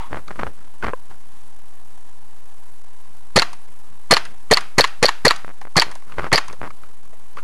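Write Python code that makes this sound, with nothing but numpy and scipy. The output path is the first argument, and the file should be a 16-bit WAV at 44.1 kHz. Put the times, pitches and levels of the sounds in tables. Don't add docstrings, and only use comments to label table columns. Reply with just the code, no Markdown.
import sys
import numpy as np
from scipy import signal
from scipy.io import wavfile
from scipy.ndimage import uniform_filter1d

SR = 44100
rng = np.random.default_rng(int(sys.argv[2]) if len(sys.argv) > 2 else 0)


def magnitude_from_level(level_db):
    exponent = np.asarray(level_db, float) / 20
    return 10 ** exponent


def transcribe(u):
    v = np.clip(np.atleast_2d(u).T, -1, 1)
    q = np.round(v * 32767).astype(np.int16)
    wavfile.write(sys.argv[1], SR, q)


N = 327663

# (time [s], level [dB], fade over the blast [dB], vent thump delay [ms], thump level [dB])
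BLASTS = [
    (3.3592, 0, 5, 18.5, 0),
    (4.1085, -1, 3, 19.5, 0),
    (4.5105, -3, 4, 17, 1),
    (4.7808, -2, 6, 18.2, 0),
    (5.0265, -2, 8, 19, 1),
    (5.2495, -2, 9, 21, 1),
    (5.7655, -3, 4, 21.5, -8),
    (6.3262, -4, 6, 23, -10),
]
# (time [s], peak [dB], ring [Hz], bounce [dB], clatter share [0-1])
STOPS = [
    (3.3879, -5, 4400, -1, .8),
    (4.137, 2, 4350, -6, .4),
    (4.5358, 2, 4350, -1, .3),
    (4.8078, 2, 4350, -6, .3),
    (5.0553, 2, 4400, -4, .25),
    (5.2803, 2, 4400, -5, .25),
    (5.797, 0, 4550, -8, .4),
    (6.358, -4, 4700, -11, .6),
]
# (time [s], peak [dB], bounce [dB], scrape before it [dB])
SLAMS = [
    (3.4199, -5, -5, -23),
    (4.1672, -3.5, -9, -17),
    (4.571, -4, -7.5, -17),
    (4.841, -3.5, -2, -20),
    (5.084, -8.5, -0.5, -16.5),
    (5.3077, -2, -6, -13),
    (5.82, -4, -8, -11),
    (6.3777, -6, -7, -11.5),
]
# (time [s], level [dB], board [Hz], bright tick [dB])
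PELLETS = [(3.53, -28.5, 1010, 5), (4.252, -31.5, 1620, 7.5), (4.608, -34, 1740, 11.5),
           (4.874, -36.5, 1740, 13), (5.329, -56, 1750, 11), (5.361, -40.5, 1580, 20),
           (5.613, -27.5, 916, -3.5), (5.914, -29, 994, 5.5), (5.953, -31, 864, 5), (6.481, -29, 990, 6),
           (6.527, -31, 600, 4)]
# (time [s], level [dB], body [Hz], length [ms])
KNOCKS = [(0.01, -33, 1000, 15), (0.025, -29, 875, 8.8), (0.361, -28, 1200, 9.7), (0.114, -31, 920, 26),
          (0.28, -24.5, 1300, 6.4), (0.322, -35, 1680, 7.6), (0.394, -23.5, 1210, 31),
          (0.41, -21, 1200, 14), (0.419, -26, 1550, 8.3), (0.825, -14.5, 1420, 8.9),
          (0.84, -14.5, 1210, 14), (0.86, -20, 1560, 22), (1.108, -29.5, 886, 21), (3.687, -36, 1040, 4.1),
          (6.021, -28, 1034, 8.9), (6.121, -21.5, 1245, 7.4), (6.139, -31, 1120, 8.8),
          (6.191, -14.5, 1400, 7.1), (6.219, -24, 1220, 8.8), (6.23, -20, 1200, 28),
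          (6.247, -19.5, 1290, 14), (6.259, -23, 1250, 12), (6.499, -22, 1130, 3.2),
          (6.674, -21, 1030, 5.3), (6.704, -22.5, 1220, 9.6), (6.833, -27.5, 1280, 15),
          (7.128, -30.5, 602, 19), (7.369, -19.5, 1190, 15), (7.382, -22.5, 1370, 24), (7.424, -27, 980, 8)]
# (time [s], signed pressure peak [full scale])
SLIPS = [(0.1728, -0.16), (0.3078, -0.14), (0.3127, -0.14), (0.3588, -0.06), (0.3921, 0.17), (0.3954, 0.29),
         (0.3995, 0.13), (0.4283, -0.05), (0.4336, -0.47), (0.8345, 0.16), (0.8368, 0.24), (0.8404, -0.15),
         (0.8446, -0.37), (0.849, -0.26), (0.8676, -0.31), (0.8807, -0.17), (5.447, -0.13), (6.1832, 0.27),
         (6.1852, 0.39), (6.1916, 0.12), (6.194, 0.22), (6.196, -0.28), (6.198, -0.18), (6.2068, -0.13),
         (6.2436, -0.27), (6.2559, -0.11), (6.5101, 0.06), (6.6161, -0.22)]
# (start [s], first gap [ms], gap ratio [1], first peak [full scale], slips [count])
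CREAKS = [
    (.1305, 15, .86, -.32, 7),
    (.4679, 7.2, .54, -.2, 3),
    (.8845, 8.6, .88, -.32, 5),
    (5.4799, 12.4, .76, -.09, 5),
    (5.6527, 19, .37, -.08, 3),
    (5.867, 16, .72, -.09, 5),
    (6.2667, 2.2, 1.16, -.17, 7),
    (6.6317, 8.2, .88, -.17, 10),
]
# (start [s], hold [s], rumble [dB], rustle against rumble [dB])
MOVES = [(.001, 0.023, -50.5, 9), (0.117, 0.055, -33.5, -9.5), (0.287, 0.036, -41.5, -4.5),
         (0.391, 0.087, -34, -8.5), (0.59, 0.076, -50.5, -4.5), (0.836, 0.047, -33, -6),
         (1.106, 0.017, -45, -6.5), (3.684, 0.017, -52, -16), (3.886, 0.028, -52.5, -8),
         (4.282, .04, -46, -17), (5.473, 0.02, -49.5, -9), (5.86, 0.023, -51, 2.5), (6.08, 0.059, -46, 1),
         (6.183, 0.068, -35.5, -4.5), (6.494, 0.027, -43.5, -5.5), (6.618, 0.058, -39, -8.5),
         (6.818, 0.09, -51, -8), (7.046, 0.046, -53.5, -6.5), (7.36, .07, -51.5, -2)]
TRIGGER_DB = [-31.5, -21.5, -21, -27, -25, -29, -6.5, -7]
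# (frequency [Hz], t60 [s])
GARDEN = [(100, 0.75), (500, 0.36), (1500, 0.39), (4000, 0.43), (10000, 0.16)]
# (frequency [Hz], level [dB], t60 [s])
THUD = [(500, -13.5, .026), (1030, -13, .022), (1600, -18, .012), (2600, -22, .006)]

# (frequency [Hz], width [Hz], level [dB])
GAS_BODY = [(200, 220, -2.5), (452, 146, 3.5), (764, 595, 1), (1133, 87, -9), (1826, 490, 2),
            (2880, 1700, -12), (4240, 300, -0.5)]
GAS_HISS = [(6400, 210, -7), (7240, 510, -9), (8800, 1500, -16)]
STOP_BODY = [(735, 2000, 13), (1620, 900, 15.5), (2940, 170, -30), (6650, 700, -61), (7260, 700, 3),
             (9000, 3700, -20)]
SLAM_BODY = [(500, 240, -3.5), (1130, 353, 11.5), (1760, 500, 8), (2577, 300, 0), (4144, 350, 3),
             (7040, 630, -8.5), (8860, 2500, -18)]
SCRAPE_BODY = [(4440, 350, 2.5), (2600, 900, -4.5), (1300, 1400, -7), (7000, 2000, -18.5)]
TICK_BODY = [(3680, 570, -16), (4520, 2500, 11.5), (6050, 520, 8), (8900, 660, 9)]
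SCATTER = [(477, 970, -3.5), (1200, 1300, 5.5), (2580, 2700, -6.5), (4490, 1800, -13), (6940, 11000, -13.5)]
SNAP_BODY = [(4150, 900, 4), (5540, 900, -7)]
FADING = [(990, 240, 6), (1890, 600, -7), (2450, 250, -14.5), (3200, 250, -12)]
TRAFFIC = [(57.3, 96, 3), (193, 290, -6), (903, 430, 1), (1508, 540, -9.5), (2570, 1500, -15.5),
           (8550, 12000, -19.5)]

STOP_BOUNCE_MS, SLAM_BOUNCE_MS, SLAM_LAST_DB = 7.2, 5.3, -13
TRIGGER_LEAD_S, TRIGGER_HZ, TRIGGER_MS = .009, 1090, 12
KNOCK_BRIGHT_DB = -16.5
CREAK_END = -.032
SNAP_S, SNAP_DB, THUD_S = .279, -30, .9343
RISE_DB_PER_S, FALL_DB_PER_S = 599, 300.5
GARDEN_DB, TRAFFIC_DB, RIPPLE_DB = -19.5, -51.5, -65
STEP, REST = 2 ** -7.5, -20


def evened(x):
    return x / np.sqrt(np.mean(x ** 2) + 1e-20)


def add(mix, s, sound):
    part = mix[round(s * SR):][:len(sound)]
    part += sound[:len(part)]


def ring(x, modes):
    out = 0
    for hz, width, db in modes:
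        peak = signal.iirpeak(hz, hz / (1.5 * width), SR)
        once = signal.lfilter(*peak, x)
        out = out + magnitude_from_level(db) * signal.lfilter(*peak, once)
    return out


def burst(rise_ms, decay_ms, modes, size=1800):
    ms = np.arange(size) * 1000 / SR
    envelope = (1 - np.exp(-ms / rise_ms)) * np.exp(-ms / decay_ms)
    y = ring(rng.standard_normal(size) * envelope, modes)
    return y / abs(y).max()


def pistol():
    out = np.zeros(N)
    for s, *row in BLASTS:
        add(out, s - .0012, magnitude_from_level(-28) * burst(.1, .6, TICK_BODY))
        add(out, s, blast(*row))
    for s, *row in STOPS:
        add(out, s, stop(*row))
    for s, *row in SLAMS:
        add(out, s - .006, slam(*row))
    return signal.lfilter(*signal.butter(2, 70, "high", fs=SR), out)


def blast(db, fade_db, thump_ms, thump_db):
    ms = np.arange(2600) * 1000 / SR
    sputter_db = 3.6 * evened(uniform_filter1d(rng.standard_normal(len(ms)), 70))
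    opening = 1 - np.exp(-(ms / 1.63) ** 2)
    shut = 1 / (1 + np.exp((ms - thump_ms - 5.5) / 2.2))
    flow = opening * magnitude_from_level(sputter_db - fade_db * ms / thump_ms) * shut
    jet = rng.standard_normal(len(ms))
    hiss = magnitude_from_level(-9) * evened(ring(jet, GAS_HISS)) * np.exp(-ms / 12)
    gas = magnitude_from_level(db - 2.5) * (evened(ring(jet, GAS_BODY)) + hiss) * flow
    push = -.55 * ms / 1.2 * np.exp(1 - ms / 1.16) * np.cos(ms * 0.83)
    late = np.maximum(ms - thump_ms, 0)
    swing = np.sin(2 * np.pi * .68 * late * (1 - .04 * late))
    thump = -1.4 * magnitude_from_level(thump_db) * swing * np.exp(-(late / 2.5) ** 1.5)
    return gas + push + thump


def stop(db, hz, bounce_db, clatter):
    out = np.zeros(2400)
    ms = np.arange(900) * 1000 / SR
    for late_ms, blow_db in ((0, db), (STOP_BOUNCE_MS, bounce_db - 3)):
        waver = .5 * evened(uniform_filter1d(rng.standard_normal(len(ms)), 40))
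        envelope = (1 - np.exp(-ms / .4)) * np.exp(-(ms / 2.6) ** 2.4)
        metal = np.sin(2 * np.pi * hz * ms / 1000 + waver) * envelope
        add(out, late_ms / 1000, 1.5 * magnitude_from_level(blow_db) * metal)
        add(out, late_ms / 1000, magnitude_from_level(blow_db) * clatter * burst(0.043, 6.6, STOP_BODY))
    return out


def slam(db, bounce_db, scrape_db):
    out = np.zeros(3000)
    add(out, 0, magnitude_from_level(scrape_db) * burst(.3, 8.3, SCRAPE_BODY))
    add(out, .0058, magnitude_from_level(db - 2.5) * burst(.4, 0.85, SCRAPE_BODY))
    for k, blow_db in enumerate((db + 1.0, bounce_db - 0.5, SLAM_LAST_DB - 1.0)):
        add(out, 0.0058 + k * SLAM_BOUNCE_MS / 1000, magnitude_from_level(blow_db) * burst(0.5, 2.28, SLAM_BODY))
    return out


def pellets():
    out = np.zeros(N)
    for s, db, hz, tick_db in PELLETS:
        board = burst(1.0, 8.7, [(hz, 350, 0), (hz * 1.8, 500, -5)])
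        tick = magnitude_from_level(tick_db - 6.5) * burst(0.21, 3.6, TICK_BODY)
        add(out, s, magnitude_from_level(db + 3.0) * (board + tick))
    return out


def housing():
    out = np.zeros(N)
    pulls = [(row[0] - TRIGGER_LEAD_S, db, TRIGGER_HZ, TRIGGER_MS) for row, db in zip(BLASTS, TRIGGER_DB)]
    for s, db, hz, ms in KNOCKS + pulls:
        shell = burst(ms / 12, ms / 3, [(hz, 220, 0), (450, 250, -14), (2000, 500, -13)])
        bright = burst(0.041, ms / 4, [(3050, 600, -2.5), (4410, 900, -5.5)])
        add(out, s, magnitude_from_level(db - 3.5) * (shell + magnitude_from_level(KNOCK_BRIGHT_DB) * bright))
    creaking = [one for row in CREAKS for one in creak(*row)]
    for s, peak in SLIPS + creaking:
        add(out, s - .0005, peak * slip())
    add(out, SNAP_S, magnitude_from_level(SNAP_DB) * burst(.3, 2.5, SNAP_BODY))
    add(out, THUD_S, thud())
    return out


def creak(s, gap_ms, ratio, peak, count):
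    k = np.arange(count)
    gaps_ms = gap_ms * ratio ** (k - 1.) * (k > 0)
    return list(zip(s + np.cumsum(gaps_ms) / 1000, np.geomspace(peak, CREAK_END, count)))


def slip():
    ms = np.arange(600) * 1000 / SR - .5
    jerk = 1.15 * np.exp(-(ms / .16) ** 2) - .25 * np.exp(-((ms - .35) / .16) ** 2)
    after = ms > .2
    wobble = burst(0.36, 2.5, [(1300, 1200, 2.0), (1790, 200, -17)], size=600) * after
    sag = -.08 * after * np.exp(-ms / 21.0)
    return jerk + 0.19 * wobble + sag


def thud():
    t = np.arange(3000) / SR
    out = np.zeros(len(t))
    for hz, db, t60 in THUD:
        out -= magnitude_from_level(db - 60 * t / t60) * np.cos(2 * np.pi * hz * (t - .0025))
    return out * (1 - np.exp(-t / .0006))


def earlier_knock():
    out = np.zeros(N)
    add(out, 0, magnitude_from_level(-25.0) * burst(0.41, 54.0, FADING, size=8000))
    return out


def hand():
    t = np.arange(N) / SR
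    low, grit, grain = rng.standard_normal((3, N))
    rumble = evened(ring(low, [(50.95, 68, 4.5), (145.3, 150, -2.0), (338, 250, -9.5)]))
    grit = grit * magnitude_from_level(4.0 * evened(uniform_filter1d(grain, 130)))
    rustle = evened(ring(grit, [(1200, 640, 29.0), (2000, 590, -12.0)]))
    out = np.zeros(N)
    for s, hold, db, rustle_db in MOVES:
        near = slice(max(round((s - .12) * SR), 0), round((s + hold + .3) * SR))
        early, late = np.maximum(s - t[near], 0), np.maximum(t[near] - s - hold, 0)
        loss_db = RISE_DB_PER_S * early + FALL_DB_PER_S * late
        out[near] += magnitude_from_level(db - loss_db) * (rumble[near] + magnitude_from_level(rustle_db) * rustle[near])
    return out


def garden(x):
    strength = np.sqrt(abs(uniform_filter1d(np.clip(x, -.7, .7) ** 2, 60)))
    sent = strength * evened(ring(rng.standard_normal(N), SCATTER))
    hz, t, z = signal.stft(rng.standard_normal(SR // 2), SR, nperseg=256)
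    f, t60 = np.transpose(GARDEN)
    band_t60 = np.interp(np.log(hz + 1), np.log(f), t60)[:, None]
    tail = signal.istft(z * magnitude_from_level(-60 * t / band_t60), SR, nperseg=256)[1]
    way = np.zeros(300)
    return signal.fftconvolve(sent, np.r_[way, tail / np.linalg.norm(tail)])[:N]


def traffic():
    swell_db = 2.0 * evened(uniform_filter1d(rng.standard_normal(N), 500))
    return magnitude_from_level(TRAFFIC_DB + swell_db) * evened(ring(rng.standard_normal(N), TRAFFIC))


def scene():
    shots = pistol()
    close = shots + housing() + earlier_knock() + hand()
    far = pellets() + magnitude_from_level(GARDEN_DB) * garden(shots) + traffic()
    return (close + far)[None]


def top_cut(x):
    return signal.sosfilt(signal.butter(12, 16500, fs=SR, output="sos"), x)


def record(dry):
    slow = signal.resample_poly(np.clip(dry[0], -.61, .61), 80, 147)
    level = slow / STEP
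    level = np.where(level > 0, np.maximum(level - 1.3, 0), level - .15)
    edges = [0, 11700, 12400, 13100, 13600, 12000 * 147]
    gains = magnitude_from_level(np.array([0, 0, -5, -24, -70, -120]))
    smooth = signal.firwin2(147 * 48 + 1, edges, gains, fs=24000 * 147)
    out = signal.resample_poly(np.round(level) * STEP, 147, 80, window=smooth)[:N]
    out = np.pad(out, (0, N - len(out)))
    out = np.clip(out + REST * STEP, -.715, .76)
    out = signal.oaconvolve(out, signal.firwin(255, 16100, window=("kaiser", 9), fs=SR), "same")
    ripple = magnitude_from_level(RIPPLE_DB) * evened(ring(rng.standard_normal(N), [(40, 91, 23.0), (86, 81, -3.5)]))
    return top_cut((out + ripple)[None])


dry = scene()
out = record(dry)
transcribe(out)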